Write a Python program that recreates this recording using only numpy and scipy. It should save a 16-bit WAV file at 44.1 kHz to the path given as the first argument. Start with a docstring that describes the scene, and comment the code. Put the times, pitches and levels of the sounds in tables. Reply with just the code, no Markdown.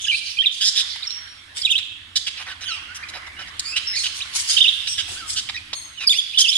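"""Loud chirps swoop around 3 kHz: a flock of small parrots chatters in a wire cage in a hard-walled room.
Between the chirps come soft warbles, thin whistles, a squeal, buzzy squawks, clucks, mutters and rasps.
Tonal calls are sums of harmonics on a gliding pitch; harsh calls are pulses and air through resonances.
Noise reflections ring on after each call, over shaped noise for farther birds and a low rumble."""
import sys
import numpy as np
from scipy import signal
from scipy.fft import rfft, irfft, next_fast_len
from scipy.io import wavfile
from scipy.ndimage import uniform_filter1d, minimum_filter1d, map_coordinates

SR = 44100
rng = np.random.default_rng(int(sys.argv[2]) if len(sys.argv) > 2 else 0)


def digitize_waveform(pressure):
    """Quantize a signal to 16-bit integers and store it at the path in sys.argv[1].

    Rows of a 2-D input are taken as channels; values are limited to [-1, 1].
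    """
    field = np.atleast_2d(pressure).T
    bounded = np.clip(field, -1, 1)
    quanta = np.round(bounded * 32767).astype(np.int16)
    wavfile.write(sys.argv[1], SR, quanta)


N = 289737
TIME = np.arange(N) / SR
EDGE_HZ = 15400  # upper limit of the harmonics and of the final band


def gain_of(db):
    """Level law: decibels to amplitude."""
    return 10 ** (np.asarray(db) / 20)


def evened(x):
    """Normalisation: scales to rms 1."""
    return x / np.sqrt(np.mean(x ** 2) + 1e-20)


def read(points, hz):
    """Interpolation of a (Hz, value) curve on a log-frequency axis."""
    f, value = np.transpose(points)
    return np.interp(np.log(hz + 1), np.log(f + 1), value)


def coloured(x, points):
    """Linear filtering: multiplies the spectrum by a response given in dB."""
    size = next_fast_len(N + 4096)
    response = gain_of(read(points, np.fft.rfftfreq(size, 1 / SR)))
    return irfft(rfft(x, size) * response, size)[..., :N]


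def wobble(size, hz):
    """Random modulation: smooth chance of rms about 1 with hz random knots a second."""
    knots = rng.standard_normal(4096)
    return map_coordinates(knots, [np.arange(size) * hz / SR], order=3, mode="wrap")


def patches(shape, frames, bins):
    """Random field smoothed over time and frequency, rms 1."""
    across_time = uniform_filter1d(rng.standard_normal(shape), frames, axis=1)
    return evened(uniform_filter1d(across_time, bins, axis=0))


def placed(sounds):
    """Superposition: adds (start_s, sound) pairs onto one track."""
    track = np.zeros(N)
    for start, sound in sounds:
        part = track[max(round(start * SR), 0):][:len(sound)]
        part += sound[:len(part)]
    return track


def syrinx(hz, throat_db):
    """Harmonic synthesis: up to eight partials on the pitch curve, weighted by the throat, at rms 1."""
    phase = 2 * np.pi * np.cumsum(hz) / SR
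    k = np.arange(1, 9)[:, None]
    weights = gain_of(throat_db(k, k * hz)) * (k * hz < EDGE_HZ)
    partials = weights * np.sin(k * phase)
    return partials.sum(0) / np.sqrt((weights ** 2).sum(0) / 2 + 1e-12)


def tonal_call(rows, throat, jitter, flutter_db, flutter_hz, fade_s):
    """Frequency and amplitude modulation: the syrinx follows (s, Hz, dB, overtones dB) with a quiver."""
    s, *controls = np.transpose(rows)
    s = np.maximum.accumulate(s)
    t = np.arange(s[0] - fade_s / 2, s[-1] + fade_s / 2, 1 / SR)
    pitch, level, overtones_db = (uniform_filter1d(np.interp(t, s, c), size=120) for c in controls)
    quivering = pitch * (1 + jitter * wobble(len(t), flutter_hz))
    tone = syrinx(quivering, lambda k, hz: read(throat, hz) + overtones_db * (k > 1))
    edges = np.clip(np.minimum(t - t[0], t[-1] - t) / fade_s, 0, 1)
    fade = np.sin(np.pi / 2 * edges) ** 2
    return t[0], tone * fade * gain_of(level + flutter_db * wobble(len(t), flutter_hz))


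def swoop(start, length, open_hz, middle_hz, close_hz, db, overtones_db):
    """Pitch glide: a parabola through three pitches at steady level, as (s, Hz, dB, overtones dB) rows."""
    u = np.linspace(-1, 1, 33)
    slope = (close_hz - open_hz) / 2
    bend = (open_hz + close_hz) / 2 - middle_hz
    hz = middle_hz + slope * u + bend * u ** 2
    return np.transpose([start + length * (u + 1) / 2, hz, np.full_like(u, db), np.full_like(u, overtones_db)])


def slurred(swoops):
    """Phase continuity: close swoops share one phrase; a wider gap or overlap between rows parts them."""
    slur_s = 0.004  # the rows of a very long swoop lie farther apart, so it becomes a string of short notes
    rows = np.vstack([swoop(*row) for row in swoops])
    return np.split(rows, np.flatnonzero(abs(np.diff(rows[:, 0])) > slur_s) + 1)


# loud chirps, each a quick string of swoops:
# start_s, length_s, open_pitch_hz, middle_pitch_hz, close_pitch_hz, level_db, overtones_db
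CHIRP_SWOOPS = [ (.042, 0.014, 3650, 3300, 2710, -20.5, -18), (.083, 0.02, 3065, 2820, 3120, -14.5, -13),
                (.103, .009, 3200, 3120, 2900, -17.5, -15), (.113, 0.044, 2565, 2330, 2796, -17, -18),
                (.371, 0.012, 2500, 2430, 2680, -23.5, -16), (.388, .031, 3162, 3150, 3490, -13, -34),
                (.436, 0.016, 2730, 2850, 2300, -17, -24), (.459, 0.018, 3850, 3580, 3400, -11.5, -15.5),
                (1.026, 0.0087, 3740, 3690, 4190, -24, -24), (1.617, 0.0077, 5060, 4750, 4050, -22, -15),
                (1.632, 0.019, 3345, 3280, 3430, -23, -5), (1.651, 0.0098, 3500, 3780, 3070, -11.5, -2.5),
                (1.665, 0.018, 2950, 2580, 2320, -20.5, -7), (1.692, .014, 2710, 2880, 3136, -17.5, -3),
                (1.707, .019, 3205, 3550, 2925, -14.5, 2.5), (1.727, 0.028, 2885, 2600, 2815, -19.5, 4),
                (1.755, 0.011, 2990, 3310, 3680, -12, -12), (1.778, 0.0076, 4190, 3800, 3270, -16.5, 1),
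                (4.567, .013, 2960, 3150, 2670, -10.5, -15), (4.581, 0.013, 2760, 3700, 2870, -13.5, -14),
                (4.604, 0.0052, 2784, 2950, 3170, -11, -20), (4.611, .012, 3070, 3650, 2898, -1.5, -29),
                (4.632, 0.0097, 3495, 3800, 3240, -21, -16), (4.644, 0.03, 3127, 2680, 3110, -13, -19),
                (4.68, 0.014, 3160, 3750, 3000, -9.5, -14), (6.07, .019, 5200, 4750, 4215, -11.5, -2.5),
                (6.094, 0.031, 3344, 3550, 3453, -11.5, 3), (6.128, .014, 2465, 2250, 2070, -21, 17),
                (6.146, 0.036, 2500, 2850, 3080, -24, 18.5), (6.186, 0.011, 3360, 3400, 3290, -9.5, -2.5),
                (6.335, 0.033, 2270, 3050, 2800, -25.5, -17), (6.374, 0.011, 3490, 3400, 3220, -8.5, -38),
                (6.385, .045, 2970, 3300, 2980, -13, 12), (6.44, 0.049, 3580, 2680, 3270, -16, -15),
                (6.486, .011, 3300, 3600, 3200, -10.5, 0), (6.51, 0.013, 2920, 3250, 2850, -19.5, 6),
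                (6.527, 0.015, 3010, 4150, 3600, -18.5, -1), (6.552, 0.0173, 3396, 3526, 3260, -15, 4)]
# throat response to the harmonics of a chirp: frequency_hz, weight_db
CHIRP_THROAT = [(2000, 9), (2700, 12), (3400, -1.5), (4500, -7.5), (5600, -18.5), (7000, -21.5),
                (10000, -22), (14000, -23.5)]


def chirping():
    """Rapid frequency sweeps of a harmonic tone, slurred into loud chirps."""
    return placed(tonal_call(phrase, CHIRP_THROAT, jitter=0.02, flutter_db=1.5, flutter_hz=345, fade_s=0.004)
                  for phrase in slurred(CHIRP_SWOOPS))


# soft nasal warbles, one swoop each; the first two rows are brief drops to half pitch inside the loud chirps: #
# start_s, length_s, open_pitch_hz, middle_pitch_hz, close_pitch_hz, level_db, overtones_db
WARBLES = [(0.067, 0.016, 1680, 1627, 1910, -23, 4), (0.422, 0.013, 1800, 1850, 1990, -29, -12),
           (1.035, 0.031, 2460, 2264, 1684, -30.5, 2), (2.487, 0.046, 1926, 1680, 1396, -31, -6),
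           (2.682, 0.044, 1600, 1420, 1280, -24.5, 2), (2.731, 0.061, 1300, 1207, 1095, -35, 1),
           (2.889, 0.035, 1397, 1450, 1514, -29.5, -15), (3.028, 0.016, 1900, 2420, 2290, -26.5, -14),
           (3.365, 0.087, 2740, 3030, 2680, -38, -25), (3.724, 0.044, 2630, 2676, 3050, -24.5, -15),
           (3.93, 0.026, 1690, 2080, 1760, -28, -3), (3.959, 0.027, 1735, 2443, 2090, -24.5, -3),
           (4.132, 0.33, 1134, 1132, 1050, -30.5, -2), (4.204, 0.02, 2297, 2985, 4000, -21, -8),
           (5.165, 0.05, 1390, 1598, 1403, -31, -3), (5.217, 0.058, 1390, 1277, 1280, -31.5, -15),
           (5.545, 0.019, 1930, 1920, 1820, -24, -2.5), (5.567, 0.019, 2580, 2520, 2110, -25.5, -9),
           (5.975, 0.09, 3050, 2660, 2260, -29.5, -7), (6.479, 0.027, 2230, 2650, 2730, -18.5, 19)]
# throat response to the harmonics of a warble: frequency_hz, weight_db
WARBLE_THROAT = [(1000, 12), (1500, 2), (2700, 0.5), (4500, 1), (6500, -16), (10000, -34), (14000, -22)]


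def warbling():
    """Gentle pitch glides through a throat that favours the low harmonics."""
    return placed(tonal_call(phrase, WARBLE_THROAT, jitter=0.011, flutter_db=2, flutter_hz=388, fade_s=0.01)
                  for phrase in slurred(WARBLES))


# squawk tone filter, pitch jitter per unit roughness, air per unit roughness
SQUAWK_Q, SQUAWK_JITTER, SQUAWK_AIR = 2.49, 0.0792, 1.7
LEAST_JITTER = 0.035  # even the cleanest squawk wavers by this share of its pitch
PULSE_DECAY, SQUAWK_TAPER = 0.55, 0.55  # shares of a pulse and of a call


def squawk(start, length, open_hz, middle_hz, close_hz, db, throat_hz, rate, rough):
    """Amplitude modulation: a gliding, unsteady tone and some air, chopped into pulses after the throat."""
    s, pitch = swoop(start, length, open_hz, middle_hz, close_hz, db, 0).T[:2]
    t = np.arange(s[0], s[-1], 1 / SR)
    size = len(t)

    def throat_db(k, hz):
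        return -13 * np.log10(1 + (SQUAWK_Q * (hz / throat_hz - throat_hz / hz)) ** 2)

    jitter = (LEAST_JITTER + SQUAWK_JITTER * rough) * wobble(size, 700.7)
    tone = syrinx(np.interp(t, s, pitch) * (1 + jitter), throat_db)
    air_gain = gain_of(1.17 * throat_db(1, np.fft.rfftfreq(size, 1 / SR) + 1))
    air = irfft(rfft(rng.standard_normal(SR)[:size]) * air_gain, size)
    cycle = np.cumsum(rate * (1 + 0.0562 * wobble(size, 150.5))) / SR % 1
    pulses = np.sin(np.pi * cycle) * np.exp(-cycle / PULSE_DECAY)
    pulses = pulses * gain_of(0.79 * wobble(size, 215)) + 0.011  # a little leaks between pulses
    voice = (tone + SQUAWK_AIR * rough * evened(air)) * pulses
    return start, gain_of(db) * evened(voice * signal.windows.tukey(size, SQUAWK_TAPER))


# buzzy squawks: start_s, length_s, open_pitch_hz, middle_pitch_hz, close_pitch_hz, level_db,
# throat_hz, pulse_rate_hz, roughness (0-1), farness (0-1)
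SQUAWKS = [(.6, 0.055, 1604, 1703, 1720, -18, 3400, 202.6, 0.21, 0),
           (.635, 0.07, 1659, 1765, 1823, -18, 4520, 206.5, 0.42, 0.06),
           (0.745, 0.084, 1748, 1781, 1812, -17, 3630, 196, 0.46, 0),
           (1.781, 0.021, 1688, 1411, 1130, -28, 2800, 293, 0.94, 0.1),
           (2.154, 0.028, 1633, 1676, 1656, -16, 3950, 406, 0.41, 0.01),
           (2.262, 0.028, 1837, 1489, 1065, -22, 2880, 389, 0.4, 0.07),
           (2.632, 0.15, 3386, 2892, 2545, -31, 2690, 262, 0.06, 0.8),
           (3.632, 0.11, 2240, 2433, 2514, -33.5, 4000, 275, 0.05, 0.6),
           (3.758, 0.029, 1350, 1425, 1480, -18, 2990, 261, .6, 0.09),
           (3.942, 0.079, 2190, 2180, 2060, -26.5, 4360, 301, 0.07, 0.8),
           (4.029, 0.052, 1661, 1570, 1490, -21.5, 3120, 261, 0.72, 0.03),
           (4.57, .024, 1450, 1676, 1640, -19.5, 3300, 296, .5, 0),
           (4.862, 0.095, 2860, 2756, 2725, -31, 6240, 299, 0.07, 0.7),
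           (4.972, .048, 1757, 1650, 1490, -20, 2990, 328, 0.36, 0),
           (5.355, 0.053, 1357, 1554, 1325, -21.5, 3580, 234, 0.36, 0),
           (6.376, 0.051, 1540, 1757, 1610, -15, 4900, 329, 0.63, 0)]


def squawking():
    """Power sharing: farness divides the energy of each squawk between a near and a far track."""
    calls = [(squawk(*row), farness) for *row, farness in SQUAWKS]
    near = placed((s, x * np.sqrt(1 - farness)) for (s, x), farness in calls)
    far = placed((s, x * np.sqrt(farness)) for (s, x), farness in calls)
    return near, far


def held_note(start, length, open_hz, held_hz, db, fade_db_per_s):
    """Exponential settling of pitch under a steady fade, as (s, Hz, dB, overtones dB) rows."""
    settle_s = 0.013
    t = np.linspace(0, length, 65)
    hz = held_hz + (open_hz - held_hz) * np.exp(-t / settle_s)
    return np.transpose([start + t, hz, db - fade_db_per_s * t, np.zeros_like(t)])


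# held whistles that slide onto their pitch: start_s, length_s, open_pitch_hz, held_pitch_hz, level_db
WHISTLES = [(1.06, 0.131, 5380, 5570, -32), (3.864, 0.095, 5400, 5295, -25.5)]
# throat response to the harmonics of a whistle: frequency_hz, weight_db
WHISTLE_THROAT = [(5500, -5), (10000, -26)]


def whistling():
    """Near-pure tones: a throat that weakens the overtones leaves thin, fading whistles."""
    return placed(tonal_call(held_note(*row, fade_db_per_s=53), WHISTLE_THROAT,
                             jitter=0.0022, flutter_db=4.0, flutter_hz=308, fade_s=0.0223)
                  for row in WHISTLES)


# a held squeal: start_s, length_s, open_pitch_hz, held_pitch_hz, level_db
SQUEALS = [(5.746, 0.16, 2230, 2130, -31)]
# throat response to the harmonics of the squeal: frequency_hz, weight_db
SQUEAL_THROAT = [(2150, -61), (4300, -10), (6450, -9), (8600, -12.5), (10800, -11.5), (13000, -12),
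                 (15000, -18)]


def squealing():
    """Suppressed fundamental: the third harmonic of a fading note is the strongest."""
    return placed(tonal_call(held_note(*row, fade_db_per_s=120), SQUEAL_THROAT,
                             jitter=0.0059, flutter_db=0.5, flutter_hz=217, fade_s=0.013)
                  for row in SQUEALS)


def harsh_call(start, length, rate, rough, db, first_hz, second_hz, q, second_db, puff, taper):
    """Source and filter: slaps of the syrinx and puffs of air excite two throat resonances."""
    size = max(round(length * SR), 256)
    turns = np.cumsum(rate * (1 + 0.043 * wobble(size, 250))) / SR
    slaps = np.diff(np.floor(turns), prepend=0)
    puff_shape = 0.12 + np.exp(-(turns % 1) / puff)  # puff is the decay as a share of a pulse
    puffs = puff_shape * rng.standard_normal(SR)[:size]
    drive = (1 - rough) * evened(slaps) + rough * evened(puffs)
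    drive = drive * signal.windows.tukey(size, taper)
    hz = np.fft.rfftfreq(2 * size, 1 / SR) + 1
    first, second = ((1 + 1j * q * (hz / f - f / hz)) ** -2 for f in (first_hz, second_hz))
    sound = irfft(rfft(drive, 2 * size) * (first + gain_of(second_db) * second))
    return start, gain_of(db) * sound / np.sqrt(np.sum(sound ** 2) / size + 1e-20)


def mottled(x, patchy_db):
    """Random spectral patches: peaks and dips drift over time and frequency; level is kept."""
    z = signal.stft(x, nperseg=256, noverlap=192)[2]
    shaped = z * gain_of(patchy_db * np.clip(patches(z.shape, 28, 4), -2, 2))
    shaped *= np.linalg.norm(z, axis=0) / (np.linalg.norm(shaped, axis=0) + 1e-12)
    return signal.istft(shaped, nperseg=256, noverlap=192)[1][:N]


# short dry clucks: start_s, length_s (at least 256 samples sound), level_db, throat_hz, low_resonance_db
CLUCKS = [(0.956, 0.0093, -31, 3200, -10), (1.104, 0.0052, -24, 3930, -20),
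          (3.593, 0.0069, -17.5, 4130, -52), (4.353, 0.0046, -32.5, 2460, 0),
          (4.871, 0.011, -21.5, 3400, -17), (5.485, 0.019, -24, 2950, -8), (5.729, 0.013, -22.5, 3550, -7)]


def clucking():
    """Damped resonance: a very short burst of airy pulses rings the throat and a low resonance."""
    return placed(harsh_call(s, length, rate=470, rough=0.93, db=db, first_hz=hz, second_hz=1040, q=1.47,
                             second_db=low_db, puff=0.13, taper=0.74)
                  for s, length, db, hz, low_db in CLUCKS)


# quiet, throaty mutters: start_s, length_s, level_db, throat_hz
MUTTERS = [(2.364, 0.073, -32.5, 2170), (2.456, 0.075, -33, 2020), (2.605, 0.049, -32.5, 2530),
           (2.944, 0.034, -33, 4970), (3.084, 0.02, -34, 4500), (3.131, 0.053, -32, 1840),
           (3.264, 0.019, -36.5, 1930), (3.383, 0.05, -34.5, 1820), (3.471, 0.022, -37.5, 2020),
           (6, 0.051, -29, 2400)]


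def muttering():
    """Broad resonance: soft airy pulses through a low-Q throat and a weak high beak resonance."""
    return placed(harsh_call(s, length, rate=360, rough=0.8, db=db, first_hz=hz, second_hz=10500, q=0.54,
                             second_db=-18, puff=0.29, taper=0.33)
                  for s, length, db, hz in MUTTERS)


# throat response for clucks and mutters: frequency_hz, weight_db
HARSH_THROAT = [(400, -0.5), (1000, 6), (5000, 0.5), (6500, -0.5), (10000, 0.5), (14000, -2)]


def scolding():
    """Spectral shaping: one throat response colours the mottled clucks and mutters."""
    return coloured(mottled(clucking() + muttering(), patchy_db=4.5), HARSH_THROAT)


# hissy rasps from farther birds: start_s, length_s, level_db, throat_hz, q (sharpness), hiss_db
RASPS = [(0, 0.066, -33.5, 6400, 4.7, -10.5), (.087, .12, -28, 4000, 4.3, -15),
         (0.221, 0.12, -33, 4630, 2.5, -15.5), (0.495, 0.12, -39.5, 5300, 1.4, -20),
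         (.842, .13, -37.5, 4420, 4.2, -40), (1.536, 0.097, -33, 3460, 0.4, -26),
         (3.96, .11, -35.5, 6900, 1.3, -16), (4.126, 0.082, -36.5, 7130, 0.56, -17),
         (4.317, 0.12, -25, 4650, 0.48, -33), (4.456, 0.12, -23, 4130, 0.75, -12),
         (5.049, 0.14, -35, 2730, 0.22, -18), (5.251, 0.11, -30, 5400, .6, -23)]


def rasping():
    """Turbulence: mostly unsteady air in pulses, through the throat and a 9 kHz hiss resonance."""
    rasps = placed(harsh_call(s, length, rate=150, rough=0.89, db=db, first_hz=hz, second_hz=9000, q=q,
                              second_db=hiss_db, puff=0.25, taper=0.73)
                   for s, length, db, hz, q, hiss_db in RASPS)
    return mottled(rasps, patchy_db=3.5) * gain_of(1.8 * wobble(N, 90))


def early_reflections(x, echo_db):
    """Early reflections: direct sound, left port first, then a random scatter of echoes in about 10 ms."""
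    span_s = 0.01
    taps = np.zeros((2, 2048))
    at = (30 + rng.random((2, 16)) * span_s * SR).astype(int)
    echoes = rng.choice([-1, 1], at.shape) * gain_of(echo_db) / np.sqrt(at.shape[1])
    np.put_along_axis(taps, at, echoes, 1)
    taps[0, 0] = taps[1, 3] = 1  # direct sound, three samples later on the right
    return signal.oaconvolve(x[None], taps / np.linalg.norm(taps[0]), axes=1)[:, :N]


# decay of the room: frequency_hz, t60_s
ROOM = [(300, 1), (1500, 1), (3000, 1), (5500, 0.66), (8000, 0.66), (14000, 0.52)]


def room(x):
    """Reverberation: a diffuse noise tail for each port, each band decaying at its own rate."""
    hz, t, z = signal.stft(rng.standard_normal((2, SR)), SR, nperseg=256)
    decay = gain_of(-60 * t / read(ROOM, hz)[:, None])
    tail = signal.istft(z * decay, SR, nperseg=256)[1]
    tail *= np.clip(np.arange(tail.shape[1]) / SR / 0.028, 0, 1)  # builds up over 28 ms
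    return signal.fftconvolve(x[None], tail / np.linalg.norm(tail[0]), axes=1)[:, :N]


def far_flock(spectrum, level_db):
    """Diffuse field: distant calls, smeared by the room, are noise in drifting spectral patches."""
    frames, hz = N // 128 + 5, np.fft.rfftfreq(512, 1 / SR)
    shape = (2, len(hz), frames)
    z = rng.standard_normal(shape) + 1j * rng.standard_normal(shape)
    z *= gain_of(read(spectrum, hz)[:, None] + 3 * patches(shape[1:], 22, 5))  # patches of 3 dB rms
    return evened(signal.istft(z, nperseg=512, noverlap=384)[1][:, :N]) * gain_of(level_db)


# the farther flock, before the layer gains: time_s, chatter_level_db, warbling_level_db
FLOCK = [(0.0, -33.5, -49), (0.53, -40.5, -53.5), (0.86, -36.5, -39), (1.43, -46.5, -45),
         (1.85, -52.5, -50.5), (3.112, -48, -35.5), (4.87, -31.5, -44.5), (5.1, -38, -41.5),
         (5.86, -48.5, -47), (6.57, -28, -50.5)]
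# relative spectrum of the far chatter: frequency_hz, density_db (per Hz)
CHATTER = [(150, -125), (1500, -11.5), (2300, 0.5), (3200, 9), (5000, -3.5), (6500, -15.5), (10000, -10.5),
           (15000, -16)]
# relative spectrum of the far low warbling: frequency_hz, density_db (per Hz)
WARBLING = [(150, -8), (480, -2.5), (800, 5), (1100, 14), (1600, 16), (2200, 17), (3200, -24), (7000, -69)]


def distant_birds():
    """Incoherent addition: bright chatter and low warbling rise and fall independently."""
    s, chatter_db, warbling_db = np.transpose(FLOCK)
    chatter = far_flock(CHATTER, np.interp(TIME, s, chatter_db) + 2.5)
    return chatter + far_flock(WARBLING, np.interp(TIME, s, warbling_db) + 2.0)


# relative spectrum of the rumble: frequency_hz, density_db (per Hz)
RUMBLE = [(20, -9), (45, -5), (85, 6), (115, -3), (150, -11), (230, -10.5), (330, -5), (420, -23.5),
          (1000, -8.5), (5000, -22), (15000, -17)]
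# course of the rumble: time_s, level_db
RUMBLE_DB = [(0.0, -51), (0.51, -56.5), (3.38, -49), (4.76, -53), (5.14, -43.5), (6.57, -58.5)]


def rumble(apart):
    """Coherence: low room noise is nearly the same at both ports, with a small independent share."""
    noise = rng.standard_normal(N) + apart * rng.standard_normal((2, N))
    return evened(coloured(noise, RUMBLE)) * gain_of(np.interp(TIME, *np.transpose(RUMBLE_DB)))


def scene():
    """Direct-to-reverberant ratio: near birds and warbles are mostly direct, far calls more of the room."""
    near_squawks, far_squawks = squawking()
    near = gain_of(1) * chirping() + gain_of(0.5) * near_squawks + scolding()
    warbles = warbling()
    far = gain_of(-0.5) * rasping() + whistling() + squealing() + far_squawks
    direct = early_reflections(near + gain_of(-1.0) * warbles, echo_db=-3.5)
    direct = direct + gain_of(1.5) * early_reflections(far, echo_db=5.5)
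    ringing = room(gain_of(-12.0) * near + gain_of(-13.5) * warbles + gain_of(-3.5) * far)
    return direct + ringing + distant_birds() + rumble(apart=0.024)


# colour of the two microphone ports: frequency_hz, response_db
LEFT = [(200, 2), (1000, -9.5), (2000, -6.5), (3200, -7.5), (4900, -5), (6300, 1.5), (8000, 2), (10000, 1),
        (12000, -14), (15000, -21)]
RIGHT = [(200, 2.5), (1000, -7.5), (2000, -3.5), (3200, 1), (4300, 1), (5200, 3.5), (6100, 1), (8000, -5.5),
         (10000, -20), (14000, -26)]


def record(dry):
    """Transducer response: each port has its colour; a fast limiter holds peaks; then the band limit."""
    ports = np.array([coloured(dry[0], LEFT), coloured(dry[1], RIGHT)])
    allowed = np.minimum(1, 0.95 / (abs(ports).max(0) + 1e-9))
    ports = ports * uniform_filter1d(minimum_filter1d(allowed, size=201), size=201)
    lowpass = signal.firwin(511, EDGE_HZ, window=("kaiser", 9), fs=SR)
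    return signal.oaconvolve(ports, lowpass[None], "same")


dry = scene()
out = record(dry)
digitize_waveform(out)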